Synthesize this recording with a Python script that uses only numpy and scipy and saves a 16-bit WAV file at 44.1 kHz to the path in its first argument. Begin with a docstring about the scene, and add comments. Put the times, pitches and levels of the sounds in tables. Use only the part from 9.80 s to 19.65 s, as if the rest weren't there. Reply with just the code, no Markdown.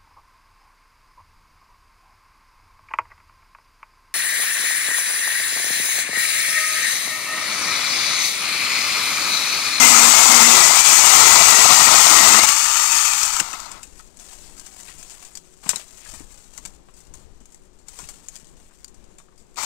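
"""At a garden fence, close to a phone, a small battery chainsaw chews through dry branches: the chain
rattles, the gears whine and the wood shudders over a distant outdoor rumble. The saw runs free, knocks
against a stem at 3.6 s and coasts to rest. The cut brush is pulled away, rustling, scraping and snapping,
while puffs of breeze reach the microphone. At the very end the trigger clicks and the saw starts again.
The left microphone is close to overload; the covered right one has a dull copy over its own faint noise."""
import sys
import numpy as np
from scipy import signal
from scipy.fft import rfft, irfft
from scipy.io import wavfile

SR = 44100
rng = np.random.default_rng(int(sys.argv[2]) if len(sys.argv) > 2 else 0)


def dump_mix(stems):
    """Bounce the given channels to the path in sys.argv[1] as a 16-bit WAV at rate SR."""
    frames = np.atleast_2d(stems).T  # one column per channel
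    limited = np.clip(frames, -1, 1)  # hard clip at full scale
    pcm = np.round(limited * 32767).astype(np.int16)
    wavfile.write(sys.argv[1], SR, pcm)


N = 434369
TIME = np.arange(N) / SR

# Levels are relative, ahead of the gains of each layer and of the mix.
# the motor sags in the wood and races once the branch is through: time_s, shaft_hz
SHAFT_SPEED = [(0, 233), (.26, 230), (.42, 245), (.55, 231), (.76, 231), (.81, 213), (.89, 226),
               (1.02, 257), (1.17, 254), (1.33, 231), (1.53, 225), (1.7, 215), (2.2, 209), (2.57, 214),
               (2.64, 254), (2.77, 279), (2.9, 282), (3.6, 278)]
# the slower the shaft, the harder the chain works: shaft_hz, chain_db, bite_db (relative to the chain)
CHAIN_LOAD = [(214.8, -12, -8), (231.7, -11, -9), (240.1, -12.5, -9), (258.6, -12.5, -16),
              (273, -19.5, -28)]
# colour of the rattling chain: frequency_hz, level_db
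CHAIN_COLOUR = [(150, -50), (450, -35), (800, -16.5), (1700, -12.5), (2100, -8), (2450, -7), (3100, -10),
                (3600, -11.5), (4050, -13), (4500, -9), (5400, -7.5), (6400, -2), (7500, -1.5), (8600, -6),
                (10000, -17), (15000, -19.5)]
# resonances of the bar and its housing: pitch_hz, width_hz, level_db
BAR_MODES = [(901, 140, -2.5), (1026, 180, -2.5), (1207, 190, -2), (1308, 137, 2)]
# colour of chips tearing out: frequency_hz, level_db
WOOD_COLOUR = [(40, -15.5), (130, -7.5), (230, -2), (330, -3), (520, -4), (680, 7.5), (1050, 11),
               (1300, 10), (1600, -5), (1820, -1), (2040, 7), (2500, -1.5), (3150, -3.5), (3700, 5),
               (4900, 4.5), (9000, -16)]
# tones of motor, gear and sprocket: shaft_multiple, free_db, cutting_db
WHINE_TONES = [(2.135, -54, -43), (2.455, -52, -48), (3.276, -39, -39), (4.27, -33.5, -38),
               (6.385, -45, -46), (9, -36, -27.5), (15.9, -34.5, -41), (17.93, -43, -43), (23.5, -34, -37),
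               (27, -42, -36)]
# the saw is leant on and its gear sings out: start_s, length_s, added_db (relative to the plain whine)
GEAR_LEANS = [(-.02, 0.15, 2.5), (.23, .04, 0), (.46, .03, 0.5), (.56, 0.22, 3), (.8, 0.052, -2.5),
              (1.35, .17, -1.5), (1.67, 0.15, 3), (2.64, 0.093, 3.5)]
# the branch shudders under the cutters: start_s, length_s, level_db, buzz_share_db, pitch_hz
BRANCH_SHUDDERS = [(-.04, 0.29, -29, -2.5, 256), (.455, .04, -32.5, -2.5, 252), (.52, 0.17, -32, 2, 244),
                   (.715, 0.071, -31.5, -7.5, 372), (1.347, 0.089, -29, -12, 376),
                   (2.275, 0.29, -30.5, -12, 320), (2.421, .16, -34, -3.5, 225.8)]
# colour of the steady background: frequency_hz, level_db
BACKGROUND_COLOUR = [(20, -3), (30, -7), (55, -10), (110, -22), (165, -16.5), (240, -19.5), (400, -22),
                     (680, -28), (1100, -31), (2000, -38.5), (4500, -41.5), (7500, -40.5), (10000, -50),
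                     (15000, -67)]
# faint steady noise of the blocked right microphone: frequency_hz, below_background_db
RIGHT_NOISE_FLOOR = [(60, 11.5), (110, 17), (200, 11), (380, 18), (700, 13), (1290, 14), (2380, 8.8),
                     (4400, 13.0), (8120, 18.5), (15000, 7.5)]
# the chain skips clear of the wood, most of all as the branch gives way: centre_s, length_s, dip_db
CHAIN_SKIPS = [(0.917, 0.075, -4), (1.035, 0.035, -4.5), (2.611, 0.031, -7.5), (2.665, 0.027, -8)]
# thick stems knock: start_s, level_db, pitch_hz, note_share_db
STEM_KNOCKS = [(2.544, -21.5, 1260, 11), (2.635, -26, 873, 12), (3.601, -35, 345, 0), (3.612, -41, 190, 2),
               (3.734, -45.5, 1293, 16), (4.197, -54, 1310, 10), (4.525, -57, 900, 4), (4.885, -59, 796, 6),
               (5.09, -55, 1930, 7), (5.863, -42, 177, 3.5), (5.932, -36, 985, 5), (5.966, -43, 890, -6),
               (6.26, -52, 1680, 8), (6.336, -49.5, 219, 4), (6.405, -54, 289, 14.5),
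               (6.781, -50, 1080, -3), (6.852, -48.5, 950, -11), (7.085, -54.5, 1056, 1),
               (7.34, -55.5, 1030, 5), (7.61, -65.5, 225, 17), (8.189, -44.5, 997, 7.5),
               (8.231, -57, 157, 13), (8.63, -64, 171, 16), (9.385, -57, 750, -7), (9.399, -63, 1150, 10),
               (9.484, -68, 1200, 11), (9.524, -68, 1100, 10)]
# colour of a thick stem: frequency_hz, level_db
STEM_COLOUR = [(50, -16), (170, -1.5), (320, -0.5), (480, -7.5), (950, 4.5), (1500, -4), (3000, -6.5),
               (8000, -37)]
# the modes a knock, snap or click rings with: pitch_multiple, level_db
RING_PARTIALS = [(1, 0), (1.09, -6), (1.43, -8.5), (2.45, -16)]
# twigs snap; last, the trigger clicks twice: start_s, level_db, t60_s, pitch_hz, note_share_db
SNAPS_AND_CLICKS = [(3.4305, -5.5, 0.085, 2490, -14), (3.4504, -11.5, .1, 3330, -12),
                    (3.5357, -14, 0.079, 4440, -10), (3.5988, -2, 0.027, 2780, 0),
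                    (3.6012, -12, 0.028, 1540, 6), (3.73, -18.5, 0.064, 2610, -1),
                    (3.801, -23.5, 0.049, 4670, -5), (3.8581, -28, 0.039, 4220, 7),
                    (3.915, -22.5, 0.06, 4820, -12), (4.03, -25, 0.071, 2600, -7),
                    (4.193, -33, 0.041, 4000, -12), (4.3702, -36, .045, 4540, -10),
                    (4.397, -36, .06, 4780, -8), (4.795, -26.5, .06, 4540, -8),
                    (4.8618, -31, .03, 4500, -10), (5.008, -33, .04, 4700, -10),
                    (5.0254, -34, .03, 4400, -10), (5.0855, -36, 0.08, 2770, -8),
                    (5.2285, -26.5, 0.028, 6200, 0), (5.2609, -39, 0.027, 4900, -10),
                    (5.2784, -38, .03, 4500, -7), (5.2969, -30, .04, 2350, -8),
                    (5.3053, -29, 0.1, 2800, -10), (5.449, -27.5, 0.063, 3700, -19),
                    (5.5524, -22.5, 0.054, 4630, -4), (5.5722, -24.5, 0.041, 3280, -7),
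                    (5.8915, -0.5, 0.06, 1560, -18), (5.9583, -12, 0.047, 3920, -1.5),
                    (6.7768, -21, 0.043, 2050, -8), (6.8514, -20, 0.035, 2280, -9),
                    (6.8565, -24.5, 0.042, 3700, -7), (7.2033, -38, .06, 4500, -13),
                    (7.2693, -46, .06, 2810, -7), (7.3381, -25.5, .035, 6300, -2),
                    (7.352, -41, 0.036, 4100, -8), (7.655, -37, 0.036, 6500, 3),
                    (7.7213, -39, 0.073, 4870, -13), (7.745, -35, 0.038, 1900, -7),
                    (8.0835, -26.5, 0.064, 6850, -6), (8.188, -26, 0.06, 2540, -16),
                    (8.202, -31, .07, 4330, -12), (8.24, -34, .04, 2640, 4),
                    (8.2871, -22, 0.053, 2230, -13), (8.4842, -25.5, 0.048, 6750, 5),
                    (8.5556, -28, .04, 3200, -7), (8.5626, -27, 0.035, 6500, -7),
                    (8.6444, -38, .025, 3200, -4), (9.0442, -23.5, 0.022, 4700, 3),
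                    (9.0793, -37, .05, 4160, -7), (9.1431, -42, 0.057, 4900, -7),
                    (9.24, -42, 0.043, 5030, -5), (9.383, -43, 0.068, 2380, 1), (9.558, -53, .05, 5000, -8),
                    (9.7435, -42, 0.018, 5500, -8), (9.7585, -31, .05, 2500, -6)]
TWIG_SNAPS, TRIGGER_CLICKS = SNAPS_AND_CLICKS[:-2], SNAPS_AND_CLICKS[-2:]
# colour of a sharp snap or click: frequency_hz, level_db
CRACK_COLOUR = [(300, -11), (900, -7), (2000, -6), (4000, -4.5), (6200, 4.5), (7600, 10.5), (9000, 1.5),
                (10500, -7.5), (15000, -12.5)]
# colour of its bright edge, in a twig the finest fibres: frequency_hz, level_db
EDGE_COLOUR = [(2000, -36), (7000, 12), (9500, 5), (13000, -23), (15500, -16)]
# thick stems crush as they bend: start_s, length_s, level_db
STEM_CRUNCHES = [(3.86, 0.1, -47), (5.828, .05, -47), (5.852, 0.023, -47), (8.18, 0.032, -56)]
# pulls and shoves drag the dry brush: start_s, length_s, level_db
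BRUSH_PULLS = [(3.9, 0.28, -53), (4.385, 1.1, -48), (4.98, 0.26, -48.5), (5.825, .08, -42.5),
               (5.875, 0.081, -38.5), (6.03, 0.34, -53), (6.17, 0.22, -50), (6.24, 0.12, -44),
               (6.47, 0.093, -52.5), (6.72, 0.068, -49), (7.16, 0.045, -55), (7.32, 0.076, -61.5),
               (7.7, 0.038, -61), (8.06, 0.54, -53), (8.18, 0.13, -48.5), (8.75, 0.25, -60.5)]
# the bundle keeps stirring between pulls: start_s, length_s, level_db
BRUSH_STIRS = [(3.997, 2.954, -56.5), (7.049, 2.7, -66.5)]
# colour of dry leaves and stalks: frequency_hz, level_db
BRUSH_COLOUR = [(300, -17), (550, -6.5), (950, -5), (1500, -8), (2500, -6.5), (3600, -8), (5500, -4.5),
                (7500, 2.5), (9000, -2.5), (10500, -12), (15000, -17)]
# stems scrape over one another: start_s, length_s, level_db, pitch_hz
BARK_SCRAPES = [(4.62, .06, -53, 4200), (5.065, 0.047, -47, 2200), (5.29, .025, -55, 2500),
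                (5.985, .015, -42, 2600), (6.205, .05, -52, 2600), (8.89, .03, -62, 1300)]
# puffs of breeze on the open port: start_s, length_s, level_db
BREEZE_PUFFS = [(6.24, 0.2, -47), (7.24, 0.32, -49.5), (8.16, 0.098, -50)]
# what the covered right port takes from close sound: frequency_hz, loss_db
COVER_LOSS = [(60, 13.5), (110, 13.5), (200, 16.5), (380, 20.5), (700, 24.5), (1290, 29), (2380, 31.5),
              (4400, 39.5), (8120, 51), (15000, 41.5)]

TRIGGER_OFF_S, COAST_S, COAST_DB, SLACK_BITE_DB = 3.612, 0.43, -35, -5
RESTART_S, SPIN_UP_S, RESTART_HZ, RESTART_DB = 9.765, 0.016, 240, -30.5
# the freed saw is drawn back behind the body, which shields the motor first, then the chain
WHINE_FADE_S, WHINE_FADE_DB_PER_S = 3.17, 24
CHAIN_FADE_S, CHAIN_FADE_DB_PER_S = 3.286, 25
BAR_DB, BAR_DB_PER_CHAIN_DB, BAR_SHUDDER_DB = -19, 0.62, 2
FULL_BITE_DB = -11.5  # from this bite on, the cutters are fully in the wood
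FREE_WOBBLE, CUT_WOBBLE, SHUDDER_WOBBLE = 0.004, 0.014, 0.025  # shares of the pitch
HUM_DB, HUM_HZ, HUM_WIDTH_HZ = -52.5, 288, 88
SHUDDER_ATTACK_S, SHUDDER_RELEASE_S, SHUDDER_SAG_PER_S = 0.036, 0.056, 0.27


def undb(db):
    """Decibels to gain."""
    return np.exp(np.asarray(db) * (np.log(10) / 20))


def unit(x):
    """Scale to rms 1."""
    return x / np.sqrt(np.mean(x ** 2))


def walk(per_s):
    """Smooth random drift that changes per_s times a second, with a spread of 1."""
    fine = signal.resample_poly(rng.standard_normal(8000), 8, 1)
    return np.interp(TIME * per_s, np.arange(len(fine)) / 8, fine)


def response(points, size=2048):
    """Minimum-phase impulse response through (frequency_hz, level_db) points."""
    hz, db = np.transpose(points)
    bins_hz = np.maximum(np.arange(size + 1) * SR / (2 * size), 1)
    gain = undb(np.interp(np.log(bins_hz), np.log(hz), db))
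    cepstrum = irfft(np.log(gain))
    cepstrum[1:size] *= 2
    cepstrum[size + 1:] = 0
    return irfft(np.exp(rfft(cepstrum)))[:size]


def colour(x, points):
    """Colour a white excitation, keeping its power."""
    taps = response(points)
    return signal.oaconvolve(x, taps / np.linalg.norm(taps))[:N]


def attenuate(x, loss):
    """Weaken a signal by a (frequency_hz, loss_db) curve."""
    return signal.oaconvolve(x, response([(hz, -db) for hz, db in loss]))[:N]


def resonate(x, hz, width_hz):
    """One resonance, gain 1 at its centre."""
    return signal.lfilter(*signal.iirpeak(hz, hz / width_hz, fs=SR), x)


def resonate_twice(x, hz, width_hz):
    """Two passes through a resonance: steeper skirts, about two thirds of the width."""
    return resonate(resonate(x, hz, width_hz), hz, width_hz)


def swells(rows, attack_s, release_s):
    """Gain of (start_s, length_s, level_db) gestures: each rises, holds and dies away."""
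    power = np.zeros(N)
    for start_s, length_s, db in rows:
        rise = np.clip((TIME - start_s) / attack_s, 0, 1)
        fade = np.clip((TIME - start_s - length_s) / release_s, 0, 20)
        power += (undb(db) * rise * np.exp(-fade)) ** 2
    return np.sqrt(power)


def strikes(rate_hz, spread_db):
    """One impact per cycle of a moving rate, each of its own strength."""
    impacts = np.diff(np.floor(np.cumsum(rate_hz) / SR), prepend=0)
    return unit(impacts * undb(spread_db * rng.standard_normal(N)))


def crackle(per_s, spread_db):
    """Tiny clicks at random moments and of uneven size."""
    sizes = undb(spread_db * np.minimum(rng.exponential(size=N), 5))
    return unit((rng.random(N) < per_s / SR) * sizes * rng.choice([-1, 1], N))


def spray(x, t60_s, tail_db):
    """Every impact is followed by its own brief, fading hiss."""
    decay = np.exp(-2 * np.log(1000) / (t60_s * SR))
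    power = signal.lfilter([1 - decay], [1, -decay], x ** 2)
    return unit(x + undb(tail_db) * np.sqrt(power) * rng.standard_normal(N))


def glance(x, echo_db, drift_s):
    """Early reflections off ground, low wall and stems, whose paths shift as the hands move."""
    out = x
    for lag_s in (0.0011, 0.0019, 0.0031, 0.0047, 0.0073):
        position = (TIME - lag_s - drift_s * walk(1.3)) * SR
        out = out + undb(echo_db) * np.interp(position, np.arange(N), x)
    return unit(out)


def scatter(x, t60_s, tail_db):
    """Direct sound plus a short diffuse tail from stems, wall and ground."""
    t = TIME[:SR // 4]
    tail = rng.standard_normal(len(t)) * np.exp(-np.log(1000) * t / t60_s)
    reflections = signal.oaconvolve(x, tail / np.linalg.norm(tail))[:N]
    wet = undb(tail_db)
    return (x + wet * reflections) / np.hypot(1, wet)


def drive():
    """Shaft rate, chain gain and depth of bite: under power, coasting to rest, then spinning up again."""
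    powered_hz = np.interp(TIME, *np.transpose(SHAFT_SPEED))
    load_hz, *load_db = np.transpose(CHAIN_LOAD)
    chain_db, bite_db = (np.interp(powered_hz, load_hz, db) for db in load_db)
    chain_db -= CHAIN_FADE_DB_PER_S * np.maximum(TIME - CHAIN_FADE_S, 0)
    coasting = np.clip(1 - (TIME - TRIGGER_OFF_S) / COAST_S, 0, 1)
    starting = 1 - np.exp(-np.maximum(TIME - RESTART_S, 0) / SPIN_UP_S)
    first_run = TIME < TRIGGER_OFF_S
    shaft_hz = powered_hz * coasting + RESTART_HZ * starting
    slack_gain = undb(COAST_DB) * coasting + undb(RESTART_DB) * starting
    chain_gain = np.where(first_run, undb(chain_db), slack_gain)
    return shaft_hz, chain_gain, np.where(first_run, bite_db, SLACK_BITE_DB)


def chain_rattle(links):
    """Links strike and slide over sprocket and bar."""
    sliding = crackle(9000, spread_db=1.0)
    contacts = unit(spray(links, t60_s=0.014, tail_db=7.5) + 1.38 * sliding)
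    rattle = colour(contacts, CHAIN_COLOUR) * undb(0.65 * walk(50))
    return undb(-0.5) * glance(rattle, echo_db=-13.5, drift_s=0.000303)


def bar_ring(blows, chain_gain):
    """Chain and shuddering branch ring the bar, which fades more slowly than the chain."""
    modes = sum(undb(db) * resonate_twice(spray(blows, t60_s=0.0059, tail_db=2.5), hz, 1.5 * width_hz)
                for hz, width_hz, db in BAR_MODES)
    low_cut = signal.butter(4, 720, "highpass", fs=SR, output="sos")  # a small bar radiates no bass
    shaking = swells([row[:3] for row in BRANCH_SHUDDERS], SHUDDER_ATTACK_S, SHUDDER_RELEASE_S)
    gain = np.hypot(undb(BAR_DB) * chain_gain ** BAR_DB_PER_CHAIN_DB, undb(BAR_SHUDDER_DB) * shaking)
    return gain * undb(1.1 * walk(7.2)) * unit(signal.sosfilt(low_cut, modes))


def wood_chips(shaft_hz, bite_db):
    """Cutters tear chips out of the branch, about one bite to two turns of the shaft."""
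    bites = strikes(shaft_hz / 2 * undb(2 * walk(110)), spread_db=4)
    tearing = spray(0.27 * bites + crackle(2500, spread_db=5.0), t60_s=0.074, tail_db=1.5)
    return undb(bite_db + 2.5) * colour(tearing, WOOD_COLOUR)


def whine(shaft_hz, bite_db):
    """Motor and gear tones, clean running free and smeared in the wood, over the housing's rough hum."""
    cutting = np.clip(undb(bite_db - FULL_BITE_DB), 0, 1) ** 2
    wobble = (FREE_WOBBLE + CUT_WOBBLE * cutting) * walk(90)
    phase = 2 * np.pi * np.cumsum(shaft_hz * (1 + wobble)) / SR
    tones = np.zeros(N)
    for multiple, free_db, cutting_db in WHINE_TONES:
        level_db = free_db + (cutting_db - free_db) * cutting + 2.6 * walk(14)
        tones += undb(level_db) * np.sin(multiple * phase)
    flutter = undb(2 * walk(160))  # the chain tugs at the sprocket
    leaning = np.hypot(1, swells(GEAR_LEANS, attack_s=0.023, release_s=0.03))
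    hum = undb(HUM_DB) * unit(resonate_twice(rng.standard_normal(N), HUM_HZ, HUM_WIDTH_HZ))
    shielding = undb(-WHINE_FADE_DB_PER_S * np.maximum(TIME - WHINE_FADE_S, 0))
    trigger = np.clip((TRIGGER_OFF_S - TIME) / 0.018, 0, 1)
    return (tones * flutter * leaning + hum) * shielding * trigger


def branch_shudder(blows):
    """The branch buzzes on the bar, sinking in pitch as the kerf deepens; blows rattle its resonance."""
    out = np.zeros(N)
    for start_s, length_s, db, buzz_db, hz in BRANCH_SHUDDERS:
        sag = np.exp(-SHUDDER_SAG_PER_S * np.clip(TIME - start_s, 0, 1))
        phase = 2 * np.pi * np.cumsum(hz * sag * (1 + SHUDDER_WOBBLE * walk(70))) / SR
        buzz = unit(np.sin(phase) + 0.25 * np.sin(2 * phase)) * undb(1.5 * walk(40))
        body = unit(resonate_twice(blows, hz, width_hz=100))
        gain = swells([(start_s, length_s, db)], SHUDDER_ATTACK_S, SHUDDER_RELEASE_S)
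        out += (undb(buzz_db) * buzz + undb(-8) * body) * gain
    return out


def grip():
    """Gain of the cutting noise: it drops for an instant whenever the chain skips clear of the wood."""
    return undb(sum(dip_db * np.exp(-(2 * (TIME - centre_s) / length_s) ** 2)
                    for centre_s, length_s, dip_db in CHAIN_SKIPS))


def saw():
    """The chainsaw at close range: one shaft paces the links, the cutters and the gears."""
    shaft_hz, chain_gain, bite_db = drive()
    links = strikes(3 * shaft_hz * undb(2 * walk(600)), spread_db=3.5)
    blows = spray(links + 1.2 * crackle(1500, spread_db=-0.5), t60_s=0.01, tail_db=5)
    jolts = undb(0.79 * walk(45))  # the slack chain slaps unevenly
    cutting = chain_gain * (chain_rattle(links) + jolts * wood_chips(shaft_hz, bite_db))
    ring = jolts * bar_ring(blows, chain_gain)
    return grip() * (cutting + ring) + whine(shaft_hz, bite_db) + branch_shudder(blows)


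def background():
    """Low noise with a faint drone that comes and goes: at the open port, the distant outdoor rumble."""
    noise = colour(rng.standard_normal(N), BACKGROUND_COLOUR) * undb(2.0 * walk(5))
    drone = unit(resonate(rng.standard_normal(N), hz=370, width_hz=9.6)) * undb(3 * walk(1.5))
    return undb(-52) * noise + undb(-68) * drone


def right_noise_floor():
    """The faint steady noise of the blocked right microphone, unrelated to the left."""
    return attenuate(background(), RIGHT_NOISE_FLOOR)


def bursts(rows, spectrum, noise, crack_s, tail_db):
    """Each knock, snap or click is a rush of noise, then a fading shiver and its own note."""
    envelope, notes = np.zeros((2, N))
    for start_s, db, t60_s, hz, note_db in rows:
        start = int(start_s * SR)
        t = TIME[:min(SR // 5, N - start)]
        span = slice(start, start + len(t))
        rise = np.minimum(t / 0.0011, 1)
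        shiver = rise * undb(tail_db) * np.exp(-np.log(1000) * t / t60_s)
        envelope[span] += undb(db) * (rise * np.exp(-t / crack_s) + shiver)
        phase = 2 * np.pi * hz * t * (1 - 0.25 * t)  # the note sags, as when a stem gives way
        ringing = sum(undb(mode_db) * np.sin(multiple * phase) for multiple, mode_db in RING_PARTIALS)
        notes[span] += undb(db + note_db) * shiver * ringing
    return colour(envelope * noise, spectrum) + notes


def stem_knocks(t60_s=0.064):
    """Thick stems knock low and ring briefly."""
    knocks = [(start_s, db, t60_s, hz, note_db) for start_s, db, hz, note_db in STEM_KNOCKS]
    return undb(-0.5) * bursts(knocks, STEM_COLOUR, rng.standard_normal(N), crack_s=0.0079, tail_db=2.5)


def snaps_and_clicks():
    """Thin twigs crack and splinter brightly; the trigger clicks just before the saw starts again."""
    noise = glance(rng.standard_normal(N), echo_db=-4.5, drift_s=0.000288) * undb(2 * walk(500))
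    rows = TWIG_SNAPS + TRIGGER_CLICKS + twig_ticks()
    cracks = bursts(rows + aftercracks(rows), CRACK_COLOUR, noise, crack_s=0.0012, tail_db=-2.0)
    # the bright edge grows more slowly than the crack, so small snaps are the brightest
    fine = [(start_s, 0.65 * db - 26.0, t60_s, hz, -np.inf) for start_s, db, t60_s, hz, _ in rows]
    edges = bursts(fine, EDGE_COLOUR, rng.standard_normal(N), crack_s=0.003, tail_db=-8.0)
    return undb(-9.0) * cracks + edges


def aftercracks(rows, window_s=0.0218):
    """Two weaker, unpitched cracks just after each row: in a twig, the last fibres parting."""
    return [(start_s + window_s * (0.21 + when), db - 17.5 - 9 * weakness, t60_s, hz, -np.inf)
            for start_s, db, t60_s, hz, _ in rows for when, weakness in rng.random((2, 2))]


def stem_crunch():
    """Fibres crush one after another inside a bending stem, dull and woody."""
    grains = spray(crackle(900, spread_db=3.0), t60_s=0.02, tail_db=-1.0)
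    return colour(grains, STEM_COLOUR) * swells(STEM_CRUNCHES, attack_s=0.014, release_s=0.035)


def brush_rustle():
    """Dry leaves and stalks scrape past each other in uneven little surges."""
    grains = spray(crackle(900, spread_db=2.5), t60_s=0.03, tail_db=4.0)
    rustle = colour(glance(grains, echo_db=-13.0, drift_s=0.000576), BRUSH_COLOUR)
    movement = swells(BRUSH_PULLS + BRUSH_STIRS, attack_s=0.013, release_s=0.07)
    return rustle * undb(1.96 * walk(30)) * movement


def twig_ticks(per_s=3.3, level_db=-40, t60_s=0.19, lowest_hz=2400, note_db=-6):
    """Snap rows for small twigs that give way at random while the bundle stirs."""
    first_s = BRUSH_STIRS[0][0]
    span_s = BRUSH_STIRS[-1][0] + BRUSH_STIRS[-1][1] - first_s
    return [(first_s + when * span_s, level_db - 10 * weakness, t60_s, lowest_hz * 2 ** octave, note_db)
            for when, weakness, octave in rng.random((int(per_s * span_s), 3))]


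def bark_scrapes():
    """Bark sticks and slips on bark, ringing the dragged stem broadly around its own pitch."""
    slips = spray(crackle(700, spread_db=1.5), t60_s=0.015, tail_db=2.0)
    out = np.zeros(N)
    for start_s, length_s, db, hz in BARK_SCRAPES:
        gain = swells([(start_s, length_s, db)], attack_s=0.02, release_s=0.016)
        out += gain * unit(resonate_twice(slips, hz, width_hz=1.3 * hz))
    return out


def breeze():
    """Moving air buffets the open microphone port with a low rumble."""
    rumble = unit(resonate_twice(rng.standard_normal(N), hz=26, width_hz=45))
    return rumble * swells(BREEZE_PUFFS, attack_s=0.054, release_s=0.055)


def scene():
    """The open left port hears it all; the right gets the close work through its cover, less directly."""
    sawing = saw()
    impacts = scatter(stem_knocks() + snaps_and_clicks(), t60_s=0.24, tail_db=-16.5)
    near = sawing + impacts + stem_crunch() + brush_rustle() + bark_scrapes()
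    left = near + background() + breeze()
    indirect = scatter(near, t60_s=0.12, tail_db=-1.0)
    right = attenuate(indirect, COVER_LOSS) + right_noise_floor()
    return undb(5.0) * np.array([left, right])


def record(dry):
    """The phone rounds off the loudest peaks and cuts the top."""
    ceiling, knee, top_hz = 1.05, 5, 15600
    rounded = dry / (1 + np.abs(dry / ceiling) ** knee) ** (1 / knee)
    return signal.sosfilt(signal.ellip(10, 0.2, 70, top_hz, fs=SR, output="sos"), rounded)


dry = scene()
out = record(dry)
dump_mix(out)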